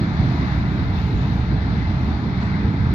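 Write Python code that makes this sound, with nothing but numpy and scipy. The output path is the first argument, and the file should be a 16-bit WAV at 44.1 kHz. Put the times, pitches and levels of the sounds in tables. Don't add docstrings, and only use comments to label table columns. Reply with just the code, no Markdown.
import sys
import numpy as np
from scipy import signal
from scipy.fft import rfft, irfft, next_fast_len
from scipy.io import wavfile
from scipy.ndimage import uniform_filter1d, map_coordinates

SR = 44100
rng = np.random.default_rng(int(sys.argv[2]) if len(sys.argv) > 2 else 0)


def generate_wav(sig):
    pcm = np.round(np.clip(np.atleast_2d(sig).T, -1, 1) * 32767).astype(np.int16)
    wavfile.write(sys.argv[1], SR, pcm)


N = 129654


def amp(db):
    return 10 ** (np.asarray(db) / 20)


def unit(x):
    return x / np.sqrt(np.mean(x ** 2) + 1e-20)


def along(points, hz):
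    point_hz, values = np.transpose(points)
    return np.interp(np.log(hz + 1), np.log(point_hz + 1), values)


def curves(rows):
    time_s, *columns = np.transpose(rows)
    t = np.arange(N) / SR
    return [np.interp(t, time_s, column) for column in columns]


def wobble(rate):
    knots = rng.standard_normal(int(N * rate / SR) + 4)
    return map_coordinates(knots, [np.arange(N) * rate / SR])


def filtered(x, response):
    size = next_fast_len(N + SR // 2)
    return irfft(rfft(x, size) * response(np.fft.rfftfreq(size, 1 / SR)), size)[..., :N]


# pitch_hz, likeness (0-1)
PORT_LIKENESS = [(30, .85), (60, 0.98), (120, 0.97), (220, 0.98), (330, 0.95), (400, 0.9), (540, 0.5),
                 (700, 0.8), (1000, 0.65), (1100, 0.5), (1450, 0.6), (1700, .65), (1850, .45), (2100, 0.8),
                 (2450, 0.1), (2850, 0.6), (4000, 0), (8000, 0.2)]


def noise_pair(spectrum, patchy_db, far=True):
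    grid = signal.stft(rng.standard_normal((2, N + SR // 10)), nperseg=1024)[2]
    patches = uniform_filter1d(rng.standard_normal(grid.shape[1:]), size=8, axis=0)
    patches = uniform_filter1d(patches, size=6, axis=1)
    pair = signal.istft(grid * amp(patchy_db * unit(patches)), nperseg=1024)[1]
    pair = pair[:, SR // 20:][:, :N]

    def mid_side(hz):
        angle = np.arccos(np.clip(along(PORT_LIKENESS, hz) * far, -1, 1)) / 2
        return amp(along(spectrum, hz)) * [np.cos(angle), np.sin(angle)]

    mid, side = filtered(pair, mid_side)
    return unit(np.array([mid + side, mid - side]))


EVEN_S, EVEN_SHARE = 0.045, 0.78


def even(x):
    power = np.abs(uniform_filter1d(np.mean(x ** 2, axis=0), int(EVEN_S * SR))) + 1e-3
    return unit(x * power ** (-EVEN_SHARE / 2))


# time_s, level_db
DEEP_RUMBLE_LEVEL = [(0.02, -27), (0.13, -29), (0.21, -17), (0.24, -29.5), (0.46, -21), (0.49, -27),
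                     (0.56, -21), (0.75, -29.5), (0.81, -21), (0.84, -36.5), (0.87, -24), (1.09, -23),
                     (1.11, -34), (1.15, -16.5), (1.25, -29), (1.36, -22), (1.85, -24.5), (1.89, -19.5),
                     (1.97, -27), (2.15, -19.5), (2.2, -35), (2.26, -24), (2.31, -32.5), (2.35, -25.5),
                     (2.6, -29.5), (2.65, -19.5), (2.72, -34), (2.87, -17.5), (2.89, -25.5), (2.92, -17.5)]
MIDDLE_RUMBLE_LEVEL = [(0.02, -22), (0.04, -29.5), (0.14, -23.5), (0.17, -30.5), (0.2, -17.5),
                       (0.35, -22.5), (0.37, -27.5), (0.46, -23), (1.02, -26.5), (1.16, -21), (1.18, -30),
                       (1.23, -19), (1.3, -28), (1.33, -18.5), (1.46, -28), (1.55, -20), (1.63, -36.5),
                       (1.65, -26), (1.8, -23), (1.87, -32.5), (1.9, -21.5), (1.93, -31), (1.97, -21.5),
                       (2.14, -28.5), (2.6, -24), (2.62, -29), (2.69, -18.5), (2.72, -29), (2.79, -20.5),
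                       (2.92, -25.5)]
UPPER_RUMBLE_LEVEL = [(0.02, -20.5), (0.16, -27), (0.21, -21.5), (0.38, -25), (0.41, -21.5), (0.54, -29),
                      (0.56, -24.5), (0.83, -24), (0.85, -30), (0.91, -26.5), (1.39, -23.5), (1.41, -30.5),
                      (1.53, -22), (1.59, -27.5), (1.76, -23), (1.88, -29), (1.9, -24), (1.97, -27),
                      (2.09, -22.5), (2.16, -28), (2.28, -22), (2.31, -25.5), (2.77, -22), (2.78, -25),
                      (2.9, -25), (2.92, -21)]
# pitch_hz, level_db (per Hz)
DEEP_RUMBLE_SPECTRUM = [(15, -48), (30, -19.5), (48, -13), (62, 2), (85, -2), (105, -11), (140, -20.5),
                        (300, -120)]
MIDDLE_RUMBLE_SPECTRUM = [(40, -67), (80, -15), (100, -1.5), (125, -1), (150, -7), (190, -25.5),
                          (400, -120)]
UPPER_RUMBLE_SPECTRUM = [(70, -72.5), (125, -27), (155, -4), (180, 0), (205, -5), (240, -9.5), (300, -11),
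                         (390, -22), (520, -31), (900, -60), (2000, -120)]


def wagon_rumble():
    deep_db, = curves(DEEP_RUMBLE_LEVEL)
    middle_db, = curves(MIDDLE_RUMBLE_LEVEL)
    upper_db, = curves(UPPER_RUMBLE_LEVEL)
    deep = amp(deep_db - 0.15) * even(noise_pair(DEEP_RUMBLE_SPECTRUM, patchy_db=-0.1))
    middle = amp(middle_db - 0.45) * even(noise_pair(MIDDLE_RUMBLE_SPECTRUM, patchy_db=0.5))
    upper = amp(upper_db - 0.9) * even(noise_pair(UPPER_RUMBLE_SPECTRUM, patchy_db=0.56))
    return deep + middle + upper


# time_s, low level_db, high level_db
LOW_HIGH_RUSH_LEVEL = [(0.02, -40.5, -47.5), (0.04, -38, -48), (0.35, -36.5, -46), (0.76, -40, -49.5),
                       (0.79, -39, -47), (0.92, -37.5, -49), (0.97, -37, -44.5), (1.06, -40, -48),
                       (1.61, -39, -48.5), (1.63, -44.5, -47.5), (1.68, -38.5, -49.5), (1.71, -38.5, -47),
                       (1.86, -41.5, -49.5), (1.87, -38.5, -48.5), (2.89, -38.5, -48.5), (2.92, -42.5, -48)]
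# time_s, level_db
MIDDLE_RUSH_LEVEL = [(0.03, -41), (0.4, -40), (0.55, -40), (0.88, -41.5), (0.97, -42), (1.08, -42),
                     (1.6, -42.5), (1.76, -41.5), (2.1, -43), (2.36, -42), (2.43, -40), (2.55, -40.5),
                     (2.9, -41)]
# time_s, level_db under it, level_db over it
EDGE_RUSH_LEVEL = [(0.04, -55.5, -65.5), (0.39, -49.5, -62), (0.86, -51.5, -67), (0.96, -49, -67.5),
                   (0.98, -41, -66), (0.99, -47, -62), (1.45, -50.5, -65.5), (1.53, -54.5, -69.5),
                   (2.08, -49.5, -64.5), (2.12, -52.5, -65.5), (2.4, -54, -67.5), (2.41, -49, -64.5),
                   (2.56, -54, -67.5), (2.9, -54, -68)]
# pitch_hz, level_db (per Hz)
LOW_RUSH_SPECTRUM = [(200, -52), (450, -16), (600, -4), (850, 0.5), (1050, -3), (1300, -7.5), (2000, -32.5),
                     (4000, -120)]
MIDDLE_RUSH_SPECTRUM = [(500, -55), (1000, -10.5), (1300, -4.5), (1550, -3), (1700, -1), (1950, -4.5),
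                        (2100, -5.5), (2300, -7.5), (2600, -17.5), (2900, -32.5), (4000, -60.5),
                        (8000, -120)]
UNDER_RUSH_SPECTRUM = [(1500, -61), (2200, -9), (2550, -2.5), (2900, -6.5), (3200, -8), (4500, -61),
                       (9000, -120)]
HIGH_RUSH_SPECTRUM = [(1500, -70), (2900, -14.5), (3500, -2), (4200, -2.5), (5000, -11), (5800, -19.5),
                      (7000, -49.5), (9000, -120)]
OVER_RUSH_SPECTRUM = [(3000, -69.5), (5000, -7.5), (5800, -1), (6500, -4.5), (7400, -11), (8100, -37),
                      (9000, -56.5), (12000, -120)]


def wheel_rush():
    low_db, high_db = curves(LOW_HIGH_RUSH_LEVEL)
    middle_db, = curves(MIDDLE_RUSH_LEVEL)
    under_db, over_db = curves(EDGE_RUSH_LEVEL)
    low = amp(low_db + 1.94) * noise_pair(LOW_RUSH_SPECTRUM, patchy_db=0.47)
    middle = amp(middle_db + 5) * noise_pair(MIDDLE_RUSH_SPECTRUM, patchy_db=0.97)
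    under = amp(under_db + 1.5) * noise_pair(UNDER_RUSH_SPECTRUM, patchy_db=0.8)
    high = amp(high_db + 6.0) * noise_pair(HIGH_RUSH_SPECTRUM, patchy_db=0.84)
    over = amp(over_db + 6.0) * noise_pair(OVER_RUSH_SPECTRUM, patchy_db=1.4)
    shared_db = 0.4 * wobble(9.45)
    return amp(shared_db) * (low + middle + under + high + over)


# time_s, upper level_db, lower level_db
HUM_LEVELS = [(0.03, -62, -56), (0.22, -49, -52), (0.32, -61.5, -58), (0.7, -52.5, -57.5),
              (0.86, -47.5, -51.5), (1.15, -50, -45), (1.3, -49, -55), (1.53, -42.5, -60.5),
              (1.6, -48, -53.5), (1.75, -49, -54.5), (1.9, -58.5, -58), (2.25, -62, -46),
              (2.57, -56.5, -55), (2.66, -42, -42.5), (2.79, -43, -61), (2.9, -54.5, -55)]
HUM_HZ = (451.8, 414.3)
HUM_DRIFT_HZ, HUM_FLUTTER_DB = 3, 2.5


def hums():
    total = np.zeros(N)
    for centre_hz, level_db in zip(HUM_HZ, curves(HUM_LEVELS)):
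        pitch_hz = centre_hz + HUM_DRIFT_HZ * wobble(8)
        tone = np.sqrt(2) * np.sin(2 * np.pi * np.cumsum(pitch_hz) / SR)
        total += amp(level_db + HUM_FLUTTER_DB * wobble(15)) * tone
    return total


# time_s, level_db
HISS_SWELL = [(0.03, -82), (0.13, -80), (0.31, -73.5), (0.75, -77), (1.0, -71.5), (1.2, -71.5), (1.36, -72),
              (1.47, -81.5), (1.89, -85), (1.99, -77), (2.05, -72.5), (2.2, -82), (2.9, -82)]
# pitch_hz, level_db (per Hz)
HISS_SPECTRUM = [(8000, -82), (11000, -22), (12000, -7), (12800, -3), (13800, -10.5), (15000, -29),
                 (20000, -80.5)]


def hiss():
    level_db, = curves(HISS_SWELL)
    return amp(level_db + 4.5) * noise_pair(HISS_SPECTRUM, patchy_db=3.0)


# pitch_hz, level_db (per Hz)
WIND_SPECTRUM = [(10, -14.5), (35, -8.5), (70, -8), (150, -19), (400, -42), (1000, -120)]
WIND_DB = -38


def wind():
    gusts_db = 2.0 * np.array([wobble(7.1), wobble(5.4)])
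    return amp(WIND_DB + gusts_db) * noise_pair(WIND_SPECTRUM, patchy_db=3.5, far=False)


# time_s of the middle, level_db
COUPLING_RATTLES = [(0.975, -49.5), (2.04, -53), (2.43, -47)]
# pitch_hz, level_db (per Hz)
RATTLE_SPECTRUM = [(300, -60), (1000, -5.5), (1800, 0.5), (2800, -5.5), (4000, -5.5), (5500, -14),
                   (7400, -27), (8200, -54), (12000, -120)]
RATTLE_S = 0.02


def rattles():
    t = np.arange(N) / SR
    swell = sum(amp(db) * np.exp(-((t - middle_s) / RATTLE_S) ** 2) for middle_s, db in COUPLING_RATTLES)
    return swell * amp(3 * wobble(170)) * noise_pair(RATTLE_SPECTRUM, patchy_db=1.0)


# start_s, length_s, pitch_hz, level_db (peak)
FLANGE_SQUEALS = [(1.15, .095, 6715, -58.5), (2.41, 0.075, 7355, -61)]
SQUEAL_RISE_S = 0.015


def squeals():
    t = np.arange(N) / SR
    total = np.zeros(N)
    for start_s, length_s, pitch_hz, level_db in FLANGE_SQUEALS:
        to_nearest_end_s = np.minimum(t - start_s, start_s + length_s - t)
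        fade = np.clip(to_nearest_end_s / SQUEAL_RISE_S, 0, 1)
        tone = np.sin(2 * np.pi * pitch_hz * t + 0.6 * wobble(56))
        total += amp(level_db + 1.5 * wobble(50)) * fade * tone
    return total


def scene():
    return wagon_rumble() + wheel_rush() + hums() + hiss() + wind() + rattles() + squeals()


# pitch_hz, lag (radians)
LEFT_LAG = [(40, .1), (350, .05), (450, 0.38), (780, .2), (950, .8), (1100, 2.12), (1400, 1.2),
            (1750, 2.86), (2100, 5.48), (2450, 4.5), (2900, 5.8), (3300, 9.3), (5400, 25)]
# pitch_hz, level_db
RIGHT_SHADE = [(30, -1.2), (90, 1.53), (200, 2), (330, 1.5), (500, 2.1), (700, 0.45), (950, -3),
               (1200, 0.2), (1550, -6.5), (2000, -0.5), (2300, -5.5), (2600, 0.5), (2900, -3.5),
               (3300, -15), (4000, -23.5), (5000, -17), (7000, -16.5), (7500, -22.5), (9000, 4),
               (12700, -6.5), (15000, -9.5)]
# pitch_hz, level_db (per Hz)
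SELF_NOISE_SPECTRUM = [(3000, -40), (8300, -13), (9800, -5), (10600, -8), (12500, -3), (14500, 0),
                       (15800, 0), (16200, -40)]
SELF_NOISE_DB = -77
TOP_HZ = 15760


def record(dry):
    def ports(hz):
        return np.array([np.exp(-1j * along(LEFT_LAG, hz)), amp(along(RIGHT_SHADE, hz))])

    self_noise = amp(SELF_NOISE_DB) * noise_pair(SELF_NOISE_SPECTRUM, patchy_db=2.5, far=False)
    heard = filtered(dry, ports) + self_noise
    return filtered(heard, lambda hz: hz < TOP_HZ)


dry = scene()
out = record(dry)
generate_wav(out)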